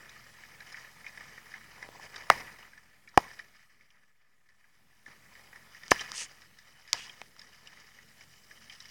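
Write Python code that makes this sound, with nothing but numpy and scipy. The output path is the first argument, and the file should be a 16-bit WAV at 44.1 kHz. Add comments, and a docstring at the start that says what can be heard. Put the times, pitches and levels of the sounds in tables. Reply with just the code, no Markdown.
"""Far tractor under handling noise

A tractor with a hay rake drones far across a field: wavering sine orders of its firing rate, in patchy air noise.
Near by, fingers handle a plastic shell: slips excite its modes as creaks, scrapes as ticks, blows as knocks.
Slides of a fingertip add band-shaped hiss. The drone, air and creak jump in level at five moments,
most of them hard knocks, and sink back; the slides, ticks and knocks keep their own levels."""
import sys
import numpy as np
from scipy import signal
from scipy.fft import rfft, irfft
from scipy.io import wavfile
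from scipy.ndimage import uniform_filter1d

SR = 44100
rng = np.random.default_rng(int(sys.argv[2]) if len(sys.argv) > 2 else 0)


def persist_wave(psi):
    """Save psi, clipped to +-1, as 16-bit WAV."""
    counts = np.round(np.clip(psi, -1, 1) * 32767).astype(np.int16)
    wavfile.write(sys.argv[1], SR, np.atleast_2d(counts).T)


def volts(x):
    """Linear amplitude factor 10**(x/20) for a level x in dB, scalar or array-like."""
    e = np.asarray(x, float) / 20
    return 10 ** e


N = 392490  # length in samples


def read(points, hz):
    """Spectral interpolation: reads a spectrum on a logarithmic frequency axis."""
    f, value = np.transpose(points)
    return np.interp(np.log(hz + 1), np.log(f + 1), value)


def evened(x):
    """Normalization: scales a signal to rms 1."""
    return x / np.sqrt(np.mean(x ** 2) + 1e-20)


def smoothed(x, size, axis=-1):
    """Low-pass smoothing: two running means in succession."""
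    return uniform_filter1d(uniform_filter1d(x, size, axis), size, axis)


def add(mix, s, sound):
    """Superposition: adds a sound to the mix from time s onward."""
    part = mix[round(s * SR):][:len(sound)]
    part += sound[:len(part)]


def line(rows, column):
    """Linear interpolation: one column of a curve, sample by sample."""
    times, values = np.array(rows)[:, 0], np.array(rows)[:, column]
    return np.interp(np.arange(N) / SR, times, values)


def after(times, sizes, fall_s):
    """Exponential relaxation: steps up by each size, then decays with time constant fall_s."""
    steps = np.zeros(N)
    np.add.at(steps, np.round(np.array(times) * SR).astype(int), sizes)
    return signal.lfilter([1], [1, -np.exp(-1 / (fall_s * SR))], steps)


# Slow level of the drone, air and creak: t/s, level/dB
STEADY_LEVEL = [(0.0, -73.5), (1.85, -73), (2.3, -73), (2.8, -81.5), (3.17, -81), (3.6, -85), (4.25, -92),
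                (4.8, -84), (5.05, -80.5), (5.4, -76), (5.9, -74.5), (6.45, -78.5), (6.92, -80.5),
                (7.36, -79.5), (7.83, -77), (8.3, -76), (8.9, -75)]


def slow_level():
    """Slow amplitude modulation: the common level in dB, apart from the jumps."""
    return line(STEADY_LEVEL, column=1)


# Level jumps, most at hard knocks: t/s, jump of the steady sounds/dB, rise of the low creak modes/dB
LEVEL_JUMPS = [(2.303, 12.5, 22), (3.177, 14.5, 24.5), (5.062, 4, 5), (5.918, 11, 20), (6.93, 10, 20)]


def jumps(column, fall_s):
    """Exponential relaxation of one column of jumps, in dB."""
    rows = np.array(LEVEL_JUMPS)
    return after(rows[:, 0], rows[:, column], fall_s)


# Relative spectral density of field wash and microphone hiss: f/Hz, level per Hz/dB
AIR_SPECTRUM = [(12, -30.5), (25, -24.5), (60, -23.5), (140, -15), (210, -13.5), (300, -21.5), (450, -20.5),
                (1200, -23), (3000, -24.5), (8000, -28), (16000, -32)]


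def air(patchy_db=2.5):
    """Filtered noise: Gaussian spectra are shaped, with faint drifting patches in time and frequency."""
    frames, hz = N // 512 + 5, np.fft.rfftfreq(2048, 1 / SR)
    real, imaginary, patches = rng.standard_normal((frames, 1025, 3)).T
    patches = uniform_filter1d(patches, 20, 0)  # across frequency
    patches = evened(uniform_filter1d(patches, 8, 1))  # across time
    level_db = read(AIR_SPECTRUM, hz)[:, None] + patchy_db * patches
    spectra = (real + 1j * imaginary) * volts(level_db)
    return evened(signal.istft(spectra, nperseg=2048, noverlap=1536)[1][:N])


# Firing rate of the engine: t/s, f/Hz
FIRING_RATE = [(0.0, 42.8), (0.891, 43.7), (2.18, 44.2), (3.301, 41.7), (4.1, 40.5), (5.5, 44),
               (6.47, 43.9), (6.938, 40.4), (7.242, 40.6), (7.832, 42.7), (8.9, 45)]
# Engine orders: multiple of the firing rate, relative level/dB
FIRING_ORDERS = [(1, 3.5), (2, 3), (2.5, -9.5), (3, 3.5), (3.5, -1.5), (4, -7), (5, 0)]


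def engine(waver=0.2):
    """Additive synthesis: low firing orders as sines, each wavering as the sound crosses the field."""
    turns = np.cumsum(line(FIRING_RATE, column=1)) / SR
    points = rng.standard_normal((N // 441 + 2, len(FIRING_ORDERS), 2))  # one point per 10 ms
    drifts = evened(smoothed(points, 12, 0))
    at = np.arange(N) / 441
    drone = np.zeros(N)
    for k, (order, db) in enumerate(FIRING_ORDERS):
        swell, sway = [np.interp(at, np.arange(len(d)), d) for d in drifts[:, k].T]
        phase = 2 * np.pi * order * turns + 2 * waver * sway
        drone += volts(db) * (1 + waver * swell) * np.cos(phase)
    return evened(drone)


# Modes of the plastic shell: f/Hz, relative level/dB, undamped-by-hand 60 dB decay time/s
SHELL_MODES = [(230, -2.5, 0.0074), (500, -4, 0.0096), (800, -0.5, 0.0078), (1000, -2, 0.012),
               (1250, -7, 0.019), (1450, -11, .012), (1750, -2, 0.022), (1940, -2.5, 0.02),
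               (2200, -2.5, 0.014), (2450, -11, 0.023), (3000, -7, 0.016), (3840, -11, 0.0078),
               (4780, -11.5, 0.013), (5083, -1.5, 0.0064), (5738, -6.5, 0.0088), (6420, -12, .008),
               (7217, -21, 0.016), (8500, -19, .004), (9500, -17, .005)]


def rings(damping=1, detune=1, struck=False):
    """Modal decay: one row per mode, at full stroke at once if struck, rising softly if rubbed."""
    t = np.arange(SR // 16) / SR
    hz, db, t60 = np.array(SHELL_MODES).T[:, :, None]
    dying = volts(db - 60 * damping * t / t60)
    omega = 2 * np.pi * hz * detune
    if struck:
        # the speed of a struck mode: it swings back to rest
        loss = np.log(1000) * damping / t60 / omega
        return dying * (np.cos(omega * t) - loss * np.sin(omega * t))
    opposed = np.pi * np.arange(len(SHELL_MODES))[:, None]  # neighbours swing in opposite phase
    return dying * np.sin(omega * t + opposed) * (1 - np.exp(-3 * hz * t))


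# Grip on the shell: t/s, creak level over the slow level/dB, high-mode level/dB, low-mode level/dB
GRIP_ON_SHELL = [(0.0, 17, -6, -9), (0.3, 12.5, 1, -7), (0.7, 20, -2, -5.5), (1.0, 14.5, -2, -6),
                 (1.2, 15.5, -1, -2.5), (1.65, 17, -3.5, -7), (1.9, 13.5, 0.5, 6), (2.15, 16.5, -2.5, -3.5),
                 (2.3, 13.5, -2.5, -3.5), (2.45, 17, -4, -1), (2.8, 14, -3.5, -6.5), (3.0, 12, -7, -12.5),
                 (3.2, 12.5, 1, 3.5), (3.6, 16, -1.5, -14.5), (4.3, 16, -5, -8), (5.0, 9, -1, -4),
                 (5.4, 13, -3, -3), (5.9, 15.5, 3.5, -6), (6.2, 19.5, 1.5, -5.5), (6.5, 9.5, 0, -7),
                 (6.9, 20.5, 3.5, -5.5), (7.3, 10, 1, -2.5), (7.7, 16.5, 2, -6.5), (8.3, 8.5, 4.5, -8),
                 (8.75, 14, 5, -6), (8.9, 10.5, 6.5, -10)]


def creak(per_s=9000, clump_db=2.0, wander_db=1.2, colour_db=1.5):
    """Stick-slip friction: tiny slips of skin on plastic come in clumps, each ringing one shell mode."""
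    clumps = evened(smoothed(rng.standard_normal(N), 500))
    size = volts(2.5 * np.minimum(rng.exponential(1, N), 5))
    size *= volts(clump_db * clumps) * (rng.random(N) < per_s / SR)
    mode, hz = rng.integers(0, len(SHELL_MODES), N), np.array(SHELL_MODES)[:, 0]
    parts = np.array([signal.oaconvolve(size * (mode == k), ring)[:N] for k, ring in enumerate(rings())])
    low = parts[hz < 1100].sum(0)
    body = parts[(hz > 1100) & (hz < 2700)].sum(0)
    high = parts[hz > 2700].sum(0)
    # pressure and colour drift at random
    press, dull, bright = [evened(w) for w in smoothed(rng.standard_normal((3, N)), 1500)]
    # heavier contact moves the low modes
    dull_db = line(GRIP_ON_SHELL, column=3) + jumps(column=2, fall_s=0.02) + colour_db * dull
    bright_db = line(GRIP_ON_SHELL, column=2) + colour_db * bright
    mix = body + volts(bright_db) * high + volts(dull_db) * low
    stir_db = after(np.array(SCRAPE_TICKS)[:, 0], 3.5, fall_s=0.05)  # each tick stirs up the creak
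    press_db = line(GRIP_ON_SHELL, column=1) + stir_db + wander_db * press
    return volts(press_db) * mix / body.std()


# Finger slides: start t/s, end t/s, rms level before fading/dB, treble tilt/dB per octave
FINGER_SLIDES = [(5.907, 5.918, -24.5, 1.5), (6.123, 6.272, -39.5, 3.5), (6.931, 7.084, -48.5, -7.5)]
# Bands of the sliding hiss: centre f/Hz, half-width before widening/Hz, relative level before tilt/dB
HISS_BANDS = [(2600, 230, 3.5), (3120, 150, 1.5), (4650, 330, 1), (5560, 100, -7.5), (6300, 450, 6.5),
              (8050, 83, -3.5), (8950, 360, -2.5)]


def slides(grit_db=1.0):
    """Friction noise: a fingertip dragged over the shell gives gritty hiss in a few broad bands."""
    out = np.zeros(N)
    reference_hz = HISS_BANDS[0][0]
    for start, end, db, tilt_db in FINGER_SLIDES:
        n = round((end - start) * SR)
        noise, grit = rng.standard_normal((2, n))
        hz = np.fft.rfftfreq(n, 1 / SR)
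        colour = np.zeros(len(hz))
        for centre_hz, width_hz, band_db in HISS_BANDS:
            peak = volts(band_db + tilt_db * np.log2(centre_hz / reference_hz))
            colour += peak / np.sqrt(1 + ((hz - centre_hz) / (width_hz + 250)) ** 4)
        gritty = noise * volts(grit_db * evened(uniform_filter1d(grit, 100)))
        hiss = irfft(rfft(gritty) * colour, n)
        add(out, start, volts(db) * evened(hiss) * signal.windows.tukey(n, 0.7))
    return out


# Ticks: t/s, peak level/dB, pitch of the touched spot f/Hz, low-mode level/dB, high-mode level/dB
SCRAPE_TICKS = [(0.093, -41.5, 1770, 10, 22), (0.263, -45, 1660, -23, -11), (0.435, -37.5, 1760, -36, -10),
                (0.604, -36.5, 1940, -42, -5), (0.724, -40, 1880, -26, 6), (0.743, -32, 1850, -36, -21),
                (1.043, -39.5, 1980, -32, -18), (1.064, -29, 2230, -44, -17),
                (1.174, -33.5, 1870, -38, -10), (1.207, -38.5, 1620, -20, -20),
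                (1.377, -38, 1780, -13, -28), (1.538, -33.5, 1780, -43, -20), (1.779, -48, 1860, 18, -12),
                (1.825, -29, 1750, -10, -6.5), (1.995, -40, 1640, 12, -4), (2.038, -48, 1860, 3, -9),
                (2.142, -39, 1840, -26, -13), (2.16, -33.5, 1940, -18, 3), (2.179, -38.5, 1830, 11, 9),
                (2.205, -46.5, 1970, -8, -22), (2.309, -20.5, 1887, -9, -20), (2.586, -50, 2990, -20, -8),
                (2.626, -44, 2990, -10, -19.5), (2.732, -43, 1850, -37, -17), (2.776, -44.5, 1760, -30, -3),
                (3.075, -43.5, 1890, -25, -21), (3.088, -50, 1900, -20, 12), (3.14, -46, 1250, -5, -20.5),
                (3.391, -34, 1730, -38, -14), (3.809, -50.5, 2110, -30, -21.5), (3.904, -52, 2990, -26, -9),
                (4.033, -57, 1500, -13.5, -15), (4.488, -54.5, 1910, -23.5, 1.5),
                (4.641, -51.5, 1840, -29.5, -18), (5.06, -38, 1810, -25, -10),
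                (5.079, -48.5, 1820, 13, 0.5), (5.351, -43.5, 1830, -27, -9), (5.528, -43, 1960, -19, -22),
                (5.558, -41, 1750, -27.5, -7.5), (5.747, -41, 1904, -39, -27.5),
                (5.833, -38, 1760, -38, -8), (5.96, -33.5, 1730, -12, -13.5), (5.993, -27, 3060, -24, -21),
                (6.009, -27.5, 1960, -31, 10.5), (6.179, -27, 2780, -16, 0), (6.418, -43, 1880, -29, 2),
                (6.586, -44, 1780, -28, 4.5), (6.876, -41.5, 2260, -31, -2.5),
                (7.094, -36.5, 2980, -44, -17), (7.393, -37.5, 2095, -34, 19), (7.415, -39, 2215, -36, 4),
                (7.672, -37.5, 2970, -39, -5.5), (7.986, -43, 2170, -26.5, -20),
                (8.208, -41, 2275, -14, -7.5), (8.509, -41.5, 1800, -32, -4),
                (8.697, -37, 2600, -43.5, -17), (8.803, -35.5, 1810, -29, 14),
                (8.855, -42.5, 2200, -24.5, -4.5)]


def ticks(reach=0.25, spread=0.7, damping=0.95, scrape_t60_s=0.029):
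    """Modal excitation by noise: a short scrape rings modes near the spot, with some low and high ones."""
    out, hz = np.zeros(N), np.array(SHELL_MODES)[:, 0]
    t = np.arange(SR // 12) / SR
    for s, db, spot_hz, low_db, top_db in SCRAPE_TICKS:
        near = np.exp(-(np.log(hz / spot_hz) / reach) ** 2)
        near_double = np.exp(-(np.log(hz / (2 * spot_hz)) / reach) ** 2)
        high = volts(top_db) * (near_double + spread)  # the spot's overtone leads the high modes
        weight = np.where(hz < 1100, volts(low_db), np.where(hz > 3500, high, near))
        scrape = rng.standard_normal(len(t)) * volts(-60 * t / scrape_t60_s)
        detune = 1 + 0.03 * rng.standard_normal((len(hz), 1))
        sound = signal.fftconvolve(scrape, weight @ rings(damping, detune))
        add(out, s, volts(db) * sound / abs(sound).max())
    return out


# Knocks, their rebounds and dry snaps: t/s, blow level/dB, pitch of the spot f/Hz,
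# damping by the hand (factor on the decay rate), low-mode level/dB, high-mode level/dB
SHELL_BLOWS = [(1.889, -44.5, 600, 0.85, 9, -30), (2.053, -53, 2000, 2.2, -20, 12),
               (2.3007, 5, 1400, 1.2, -32, -16), (2.3021, 1, 800, 1.0, -32, -30),
               (3.1752, -3, 1300, 1.96, 6, -15.5), (3.1769, 2, 800, 0.55, -15, -27.5),
               (5.881, -39, 1290, 3, -10, 8), (5.9166, -1.5, 1550, 1.33, -2, -6.5),
               (5.9188, -3, 1000, 1.2, -10, -12), (6.118, -28, 1280, 1.5, -31, 6),
               (6.9307, -20, 2450, 1.7, -40, 16), (6.9316, -28, 3000, 1.7, -36.5, 15.5),
               (7.216, -26.5, 2450, 1.4, -15.5, -15), (7.2165, -31.5, 780, 1.1, -20, -30),
               (7.365, -41, 1413, 1.5, -17.5, -8)]


def knocks(contact_s=0.00008, reach=0.18, bass_share=0.45):
    """Impulse response: a short inward blow rings modes near the spot; the gripping hand damps them."""
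    out, hz = np.zeros(N), np.array(SHELL_MODES)[:, 0]
    blow = np.exp(-(np.arange(-12, 13) / SR / contact_s) ** 2 * 4)
    blow /= blow.sum()
    for s, db, spot_hz, damping, low_db, top_db in SHELL_BLOWS:
        swing = rings(damping, struck=True)
        near = np.exp(-(np.log(hz / spot_hz) / reach) ** 2)
        upper = (near + volts(top_db) * (hz > 3300)) @ swing
        # a small spot sounds no bass
        no_bass = signal.butter(2, bass_share * spot_hz, "high", fs=SR, output="sos")
        upper = signal.sosfilt(no_bass, upper)
        low = volts(low_db) * (hz < 600) @ swing
        add(out, s, -volts(db) * np.convolve(upper + low, blow))  # minus: inward
    return out


def scene():
    """Superposition: tractor, air and creak ride one jumping level; single handling sounds lie on top."""
    slow_db, jumps_db = slow_level(), jumps(column=1, fall_s=0.25)
    far = volts(slow_db + jumps_db) * (volts(11.5) * air() + volts(4.5) * engine())
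    rubbing = volts(slow_db + 1.3 * jumps_db) * creak()  # the creak takes a larger share of each jump
    return (far + rubbing + ticks() + knocks() + slides())[None]


def band_limit(x):
    """A steep low-pass at the top of the band."""
    return signal.sosfilt(signal.butter(12, 16970, fs=SR, output="sos"), x)


def record(dry):
    """High-pass filtering and hard limiting: deep bass drops, peaks clip, the input sits off zero."""
    thin = signal.sosfilt(signal.butter(2, 20, "high", fs=SR, output="sos"), dry)
    ceiling = 0.71  # of full scale
    finished = np.clip(thin, -ceiling, ceiling) - 0.0006
    return band_limit(finished)


dry = scene()
out = record(dry)
persist_wave(out)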